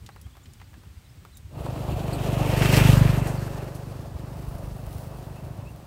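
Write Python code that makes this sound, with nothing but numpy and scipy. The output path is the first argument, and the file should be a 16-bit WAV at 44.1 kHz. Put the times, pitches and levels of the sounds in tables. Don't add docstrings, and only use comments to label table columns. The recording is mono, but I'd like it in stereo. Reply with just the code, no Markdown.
import sys
import numpy as np
from scipy import signal
from scipy.fft import rfft, irfft
from scipy.io import wavfile
from scipy.ndimage import map_coordinates

SR = 44100
rng = np.random.default_rng(int(sys.argv[2]) if len(sys.argv) > 2 else 0)


def digitize_waveform(pressure):
    field = np.atleast_2d(pressure).T
    bounded = np.clip(field, -1, 1)
    quanta = np.round(bounded * 32767).astype(np.int16)
    wavfile.write(sys.argv[1], SR, quanta)


N = 258426
TIME = np.arange(N) / SR


def gain_of(db):
    return 10 ** (np.asarray(db) / 20)


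def evened(x):
    return x / np.sqrt(np.mean(x ** 2) + 1e-20)


def curves(rows):
    s, *columns = np.transpose(rows)
    return [np.interp(TIME, s, column) for column in columns]


def over_frequency(points):
    hz, value = np.transpose(points)
    return np.interp(np.log(np.fft.rfftfreq(N, 1 / SR) + 1), np.log(hz), value)


def sides(balance_db):
    return gain_of(np.array([[.5], [-.5]]) * balance_db)


def add(mix, s, sound):
    part = mix[:, max(round(s * SR), 0):][:, :sound.shape[1]]
    part += sound[:, :part.shape[1]]


def noise():
    return rng.standard_normal((2, N))


def wander(rate_hz):
    spectrum = rfft(rng.standard_normal(N))
    smoothing = np.exp(-(np.fft.rfftfreq(N, 1 / SR) / rate_hz) ** 2)
    return evened(irfft(spectrum * smoothing, N))


def grains(per_s, spread_db):
    size = gain_of(spread_db * np.minimum(rng.exponential(1, (2, N)), 4))
    struck = rng.random((2, N)) < per_s / SR
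    return evened(noise() * size * struck)


def coloured(pair, spectrum, likeness):
    a, b = rfft(pair)
    same = np.clip(over_frequency(likeness), -1, 1)
    second = same * a + np.sqrt(1 - same ** 2) * b
    return evened(irfft(np.array([a, second]) * gain_of(over_frequency(spectrum)), N))


# time in seconds, firings a second.
ENGINE_SPEED = [(1.5, 24.8), (1.807, 25.407), (2.266, 24.361), (2.816, 25.241), (3.113, 24.281),
                (4.3, 24.78), (4.41, 25.36), (5.52, 25.13), (5.86, 24.27)]
ONE_FIRING_S = 2.929


def engine_cycles():
    turns = np.cumsum(curves(ENGINE_SPEED)[0]) / SR
    return turns - np.interp(ONE_FIRING_S, TIME, turns)


# time in seconds, throttle from 0 to 1.
THROTTLE = [(4.1, 0), (4.18, .22), (4.45, .55), (5.64, 1), (5.69, .45), (5.86, .62)]
SPEED_M_PER_S = 4.0
SPREAD_DB = 27.8


def passing(nearest_s, distance_m, near_db, ahead_db, throttle_db):
    along_m = SPEED_M_PER_S * (TIME - nearest_s)
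    range_m = np.hypot(along_m, distance_m)
    spread = SPREAD_DB * np.log10(range_m / distance_m)
    facing = ahead_db * along_m / range_m
    return near_db - spread - facing + throttle_db * curves(THROTTLE)[0]


# pitch in Hz, relative level in dB,
# time in seconds to die by 60 dB.
SILENCER_MODES = [(49.4, -19, 0.31), (106.2, -1.5, .081), (145.5, 1, 0.051), (280.5, -13, .034),
                  (375, -23.5, 0.017), (610, -57.5, 0.044)]
# nearest moment in seconds, distance then in metres, base level in dB,
# dB louder ahead of the bike, dB added by full throttle.
EXHAUST_PASS = (2.985, .75, -13.9, 4.0, 10.5)


def exhaust(turns, uneven_db=1.03, blow_hz=1120):
    firings = np.diff(np.floor(turns), prepend=np.floor(turns[0]))
    blows = firings * gain_of(uneven_db * wander(35))
    t = TIME[:SR // 2]
    ring = np.zeros(len(t))
    for k, (hz, db, t60) in enumerate(SILENCER_MODES):
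        ring += (-1) ** k * gain_of(db - 60 * t / t60) * np.sin(2 * np.pi * hz * t)
    low_pass = signal.butter(2, blow_hz, fs=SR, output="sos")
    thumps = signal.sosfilt(low_pass, signal.fftconvolve(blows, ring)[:N])
    return evened(thumps) * gain_of(passing(*EXHAUST_PASS))


def valve_beat(turns, exhaust_size=0.43, tappet_size=0.65, tappet_place=0.37, length=0.045):
    opening = exhaust_size * np.exp(-(turns % 1) / length)
    tappet = tappet_size * np.exp(-((turns - tappet_place) % 1) / length)
    return evened(1 + opening + tappet)


# middle in seconds, half length in seconds, swell in dB.
JOLTS = [(2.77, .06, 2.5), (3.27, .035, 3.5), (3.6, .08, 3.5)]


def jolts():
    return sum(db * np.exp(-((TIME - s) / length) ** 2) for s, length, db in JOLTS)


# frequency in Hz, likeness from 0 to 1.
DIRECT_LIKENESS = [(100, 1), (700, 0.94), (1400, 0.64), (2200, 0.68), (4500, 0.35), (8000, 0.22),
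                   (15000, 0.16)]
# frequency in Hz, relative level in dB per Hz.
INTAKE_COLOUR = [(130, -7), (230, -4), (290, -0.5), (370, -0.5), (450, -3), (550, -4), (900, -40)]
INTAKE_PASS = (2.84, 1.4, -28.7, 3.4, 6.6)


def intake_growl(turns, swell_db, puff_size=0.66, puff_length=0.1):
    puff = evened(1 + puff_size * np.exp(-(turns % 1) / puff_length))
    growl = coloured(noise() * puff, INTAKE_COLOUR, DIRECT_LIKENESS)
    return growl * gain_of(passing(*INTAKE_PASS) + swell_db)


# frequency in Hz, relative level in dB per Hz.
CASE_COLOUR = [(300, -39), (480, -9.5), (570, 2), (630, 1.5), (700, 1.5), (800, -2.5), (900, -3.5),
               (1100, -6), (1400, -13), (2000, -25), (4000, -45)]
CASE_PASS = (2.76, 1.55, -30.5, 3.2, 8.8)


def case_drone(beat, swell_db, flutter_db=1.5):
    drone = coloured(noise() * beat, CASE_COLOUR, DIRECT_LIKENESS)
    return drone * gain_of(passing(*CASE_PASS) + swell_db + flutter_db * wander(23))


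# pitch in Hz, relative level in dB,
# time in seconds to die by 60 dB.
METAL_MODES = [(895, 3.5, 0.12), (1235, -5.5, 0.26), (1755, -9, 0.094), (1908, -5, 0.094),
               (2406, -4.5, 0.15), (2588, 2, 0.085), (2710, -1.5, 0.13), (2833, -1, 0.07),
               (2995, -9, 0.096)]


def metal_ringing(drive, scatter_db=1.5):
    t = TIME[:SR // 4]
    ring = np.zeros(len(t))
    for hz, db, t60 in METAL_MODES:
        level_db = db + scatter_db * rng.standard_normal()
        ring += gain_of(level_db - 60 * t / t60) * np.sin(2 * np.pi * hz * t)
    return signal.oaconvolve(drive, ring[None] / abs(ring).max(), axes=1)[:, :N]


# frequency in Hz, relative level in dB per Hz.
CLATTER_COLOUR = [(500, -7), (900, 1.5), (1250, 4), (1800, 3), (2150, 1), (2700, 0.5), (3100, -4),
                  (3600, -11), (5000, -25), (9000, -21)]
CLATTER_PASS = (2.865, .56, -28.4, 3.9, 8.5)


def clatter(beat, jolt, bumps, noise_db=3.5, metal_db=-4.5, rattle_share=0.62):
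    level_db = passing(*CLATTER_PASS) + jolt
    rattle = (noise() + rattle_share * grains(600, 1.7)) * beat
    rattle = coloured(rattle, CLATTER_COLOUR, DIRECT_LIKENESS) * gain_of(level_db + noise_db + bumps)
    ringing = evened(metal_ringing(grains(300, 2.4) * beat)) * gain_of(level_db + metal_db)
    return rattle + ringing


# start in seconds, relative level in dB.
CLANKS = [(2.621, -28), (2.658, -26), (2.69, -28), (2.7894, -19), (2.86, -19), (2.9018, -22), (2.989, -35),
          (3.049, -24), (3.0894, -27), (3.2126, -31), (3.261, -26)]


def clanks(level_db=1.0, chatter_s=0.0037):
    blows, t = np.zeros((2, N)), TIME[:SR // 20]
    for s, db in CLANKS:
        chatter = rng.standard_normal((2, len(t))) * np.exp(-t / chatter_s)
        add(blows, s, gain_of(db + level_db) * chatter / np.linalg.norm(chatter[0]))
    return metal_ringing(blows)


# frequency in Hz, relative level in dB per Hz.
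GRAVEL_COLOUR = [(1500, -41), (3000, 3.5), (4400, 3.5), (6000, -1), (7000, -1.5), (8300, -0.5), (10000, -5),
                 (12000, -4), (14000, -2.5), (16000, -19)]
TYRE_PASS = (2.83, .57, -34.6, 2.1, 4.2)


def tyres(jolt, bumps, level_db=5.0, crunch_share=0.56, patch_db=0.94, jolt_share=.55):
    crunch = coloured(noise() + crunch_share * grains(1500, 3.6), GRAVEL_COLOUR, DIRECT_LIKENESS)
    ground_db = jolt_share * jolt + bumps + patch_db * wander(22)
    return crunch * gain_of(passing(*TYRE_PASS) + level_db + ground_db)


# time in seconds, milliseconds by which sound reaches the left port late,
# left minus right in dB.
BEARING = [(1.5, -0.24, 2), (2.4, -0.31, 1.5), (2.65, -0.39, 1.5), (2.9, -0.34, 3), (3.02, -0.046, 1),
           (3.2, 0.115, 1), (3.7, 0.17, 0.5), (5.8, 0.17, 1.6)]
ENTRY_S, ENTRY_RISE_S = 1.495, 0.115


def motorcycle(bump_db=1.22, engine_jolt=.9):
    turns = engine_cycles()
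    beat = valve_beat(turns)
    jolt = jolts()
    bumps = bump_db * wander(33)
    sound = intake_growl(turns, engine_jolt * jolt + bumps)
    sound += case_drone(beat, engine_jolt * jolt)
    sound += clatter(beat, jolt, bumps) + clanks()
    sound += tyres(jolt, bumps)
    sound += exhaust(turns)
    late_ms, balance_db = curves(BEARING)
    read_at = np.arange(N) - late_ms * SR / 1000
    left = map_coordinates(sound[0], [read_at], order=5, mode="nearest")
    entry = np.clip((TIME - ENTRY_S) / ENTRY_RISE_S, 0, 1)
    return np.array([left, sound[1]]) * sides(balance_db) * entry


def taps(rows, octaves, level_db, snap):
    out, t = np.zeros((2, N)), TIME[:SR // 5]
    hz = np.fft.rfftfreq(len(t), 1 / SR) + 1
    for s, db, centre_hz, t60, balance_db in rows:
        shared, *own = rng.standard_normal((3, len(t)))
        white = evened(shared + 1.24 * np.array(own))
        band = 1 / (1 + (np.log2(hz / centre_hz) / octaves) ** 4)
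        burst = evened(irfft(rfft(white) * band, len(t)))
        tap = burst * gain_of(-60 * t / t60) + snap * white * np.exp(-t / 0.00091)
        add(out, s, tap * gain_of(db + level_db) * sides(balance_db))
    return out


# start in seconds, relative level in dB, centre in Hz,
# time in seconds to die by 60 dB, left minus right in dB.
KNOCKS = [(1.664, -27.5, 700, 0.031, 13), (1.704, -37, 616, 0.045, 12), (1.888, -30, 750, .04, 3),
          (2.079, -30, 676, 0.044, -3), (2.566, -21.5, 380, 0.049, 3.5), (2.621, -22, 1900, .05, 5),
          (2.658, -19, 2000, 0.024, 6), (2.725, -22, 600, .05, 3), (2.789, -21.5, 1110, 0.033, 7)]


def frame_knocks():
    return taps(KNOCKS, octaves=0.71, level_db=-1, snap=.15)


# start in seconds, relative level in dB, centre in Hz,
# time in seconds to die by 60 dB, left minus right in dB.
STONES = [(1.7032, -41, 3240, 0.08, 1.5), (2.5367, -32, 3030, 0.12, 1.5), (2.7407, -20.5, 3670, 0.08, 8),
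          (3.272, -31, 6740, 0.19, -3), (3.7489, -40, 7200, 0.18, -6), (4.5825, -43.5, 9890, 0.058, -9)]


def spat_stones():
    return taps(STONES, octaves=1.0, level_db=-8, snap=.3)


# start in seconds, relative level in dB, centre in Hz,
# time in seconds to die by 60 dB, left minus right in dB.
SQUEAKS = [(2.128, -32.5, 4350, 0.11, 4), (2.131, -36.5, 8400, 0.17, 0), (2.133, -39, 11500, .07, 1),
           (3.376, -38.5, 4480, .09, -3)]


def squeaks():
    return taps(SQUEAKS, octaves=.13, level_db=-6.5, snap=.3)


# start in seconds, relative level in dB, centre in Hz.
CLICKS = [(0.063, -37, 3750), (0.09, -34, 850), (0.162, -37.5, 850), (0.214, -42.5, 8130),
          (0.266, -43, 690), (0.369, -37.5, 700), (0.457, -42.5, 2620), (0.535, -45, 5610),
          (0.6, -42, 1330), (0.615, -36.5, 1120), (0.741, -42.5, 1140), (1.251, -37.5, 750),
          (1.371, -38, 7950)]
CLICK_T60_S, CLICK_BALANCE_DB = .052, 3.0
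FAINT_CLICKS_S, FAINT_CLICK_DB, FAINT_CLICK_HZ = (.25, 1.2), -45.5, 950


def grass_clicks(count=3):
    faint = [(s, FAINT_CLICK_DB, FAINT_CLICK_HZ) for s in rng.uniform(*FAINT_CLICKS_S, count)]
    rows = [(s, db, hz, CLICK_T60_S, CLICK_BALANCE_DB) for s, db, hz in CLICKS + faint]
    return taps(rows, octaves=1.14, level_db=-6.5, snap=0.57)


WARBLE_S, WARBLE_DB, WARBLE_HZ = (.18, 1.28), -68, 4050
NOTE_S, NOTE_SPREAD_OCTAVES, NOTE_GLIDE_OCTAVES = .04, .3, .24


def warble(count=11):
    notes = []
    chances = rng.standard_normal((count, 2))
    for k, (s, (shift, pitch)) in enumerate(zip(np.linspace(*WARBLE_S, count), chances)):
        hz = WARBLE_HZ * 2 ** (NOTE_SPREAD_OCTAVES * pitch)
        glide = 2 ** ((-1) ** k * NOTE_GLIDE_OCTAVES / 2)
        notes.append((abs(s + shift * NOTE_S / 2), NOTE_S, hz / glide, hz * glide, WARBLE_DB))
    return notes


def foliage(sound, t60=0.12, wet=0.48):
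    t = TIME[:SR // 4]
    tail = rng.standard_normal((2, len(t))) * gain_of(-60 * t / t60)
    return sound + wet * signal.oaconvolve(sound, tail / np.linalg.norm(tail[0]), axes=1)[:, :N]


# start in seconds, length in seconds, first pitch in Hz,
# last pitch in Hz, relative level in dB.
BIRD_NOTES = [(0.103, 0.054, 3600, 4750, -62), (0.23, .05, 3050, 3450, -64),
              (0.303, 0.077, 2850, 3850, -64), (.428, .022, 7600, 6800, -59),
              (1.038, 0.038, 4100, 3350, -63), (1.08, .035, 4750, 5450, -63),
              (1.316, 0.048, 4450, 3450, -62), (1.345, .02, 7700, 6900, -57),
              (1.351, 0.028, 3400, 4000, -55), (5.342, 0.085, 2500, 2750, -58.5),
              (5.639, 0.077, 2450, 2800, -54.5)]


def birds(level_db=-3.5, waver=.015):
    out, shake = np.zeros((2, N)), 1 + waver * wander(150)
    for s, length, start_hz, end_hz, db in BIRD_NOTES + warble():
        n = max(int(length * SR), 2)
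        hz = np.linspace(start_hz, end_hz, n) * shake[int(s * SR):][:n]
        phase = 2 * np.pi * (np.cumsum(hz) / SR + rng.random((2, 1)) / 2)
        add(out, s, gain_of(db + level_db) * np.hanning(n) * 2 * np.sin(phase))
    return foliage(out)


# frequency in Hz, likeness from 0 to 1.
DIFFUSE_LIKENESS = [(100, 0.92), (350, 0.82), (700, 0.25), (1400, 0.033), (15000, 0.038)]
# frequency in Hz, relative level in dB per Hz.
GRASS_COLOUR = [(2500, -7), (4500, -1), (7000, -6), (9000, -2), (9700, 2), (10500, -4), (12000, -3),
                (14200, -2), (16000, 1)]
# time in seconds, base level in dB.
RUSTLE = [(1.48, -90), (1.6, -60), (4.3, -64), (4.42, -53.5), (4.7, -58), (4.95, -52.5), (5.35, -59),
          (5.55, -62), (5.86, -66)]


def grass(balance_db=-10.0, tick_share=0.9, sway_db=1.8):
    hiss = coloured(noise() + tick_share * grains(900, 4.6), GRASS_COLOUR, DIFFUSE_LIKENESS)
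    return hiss * gain_of(curves(RUSTLE)[0] + sway_db * wander(20)) * sides(balance_db)


# start in seconds, level in dB, pitch in Hz,
# left minus right in dB.
BUFFETS = [(.245, -34, 83.5, 4), (0.959, -35, 71.5, 2), (1.593, -23.5, 78, 1), (4.135, -31, 68, 15),
           (4.463, -29, 53, 14.5), (4.524, -32.5, 54.4, 19), (4.615, -31, 50.4, 8), (4.705, -33, 54, 17),
           (4.855, -30.5, 58.4, 12)]


def buffets(swings=2.65):
    out = np.zeros((2, N))
    for s, db, hz, balance_db in BUFFETS:
        t = TIME[:int(swings / hz * SR)]
        push = np.hanning(len(t)) * np.sin(2 * np.pi * (hz * t + rng.random()))
        add(out, s, gain_of(db) * push * sides(balance_db))
    return out


# frequency in Hz, relative level in dB per Hz.
BREEZE_COLOUR = [(20, -30), (40, -20), (60, 0.5), (85, 0.5), (130, -4.5), (200, -16), (400, -25),
                 (1000, -50)]
# time in seconds, level in dB, left minus right in dB.
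BREEZE_LEVEL = [(0, -49, 2), (1.48, -48, 1), (1.6, -38, 1), (4.0, -43.5, 4), (4.55, -42, 8),
                (5.0, -43.5, 8), (5.4, -42.5, 2)]


def breeze(lumps_db=2.7):
    wind_db, balance_db = curves(BREEZE_LEVEL)
    lumpy = noise() * gain_of(lumps_db * wander(17))
    return coloured(lumpy, BREEZE_COLOUR, DIFFUSE_LIKENESS) * gain_of(wind_db) * sides(balance_db)


# frequency in Hz, relative level in dB per Hz.
MEADOW_COLOUR = [(30, -15), (60, -1), (100, -7.5), (200, -19), (300, -26), (480, -27), (1000, -26),
                 (1700, -27), (3000, -28.5), (6000, -33.5), (7500, -34), (8400, -31), (9300, -38),
                 (15500, -37)]


def meadow(level_db=-52):
    return coloured(noise(), MEADOW_COLOUR, DIFFUSE_LIKENESS) * gain_of(level_db)


def scene():
    bike = motorcycle() + frame_knocks() + spat_stones() + squeaks()
    nearby = grass_clicks() + birds()
    return bike + nearby + grass() + buffets() + breeze() + meadow()


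def record(dry, roll_off_hz=28, edge_hz=15800):
    high_pass = signal.butter(2, roll_off_hz, "highpass", fs=SR, output="sos")
    thinned = signal.sosfilt(high_pass, dry)
    low_pass = signal.firwin(511, edge_hz, window=("kaiser", 9), fs=SR)
    return signal.oaconvolve(thinned, low_pass[None], "same")


dry = scene()
out = record(dry)
digitize_waveform(out)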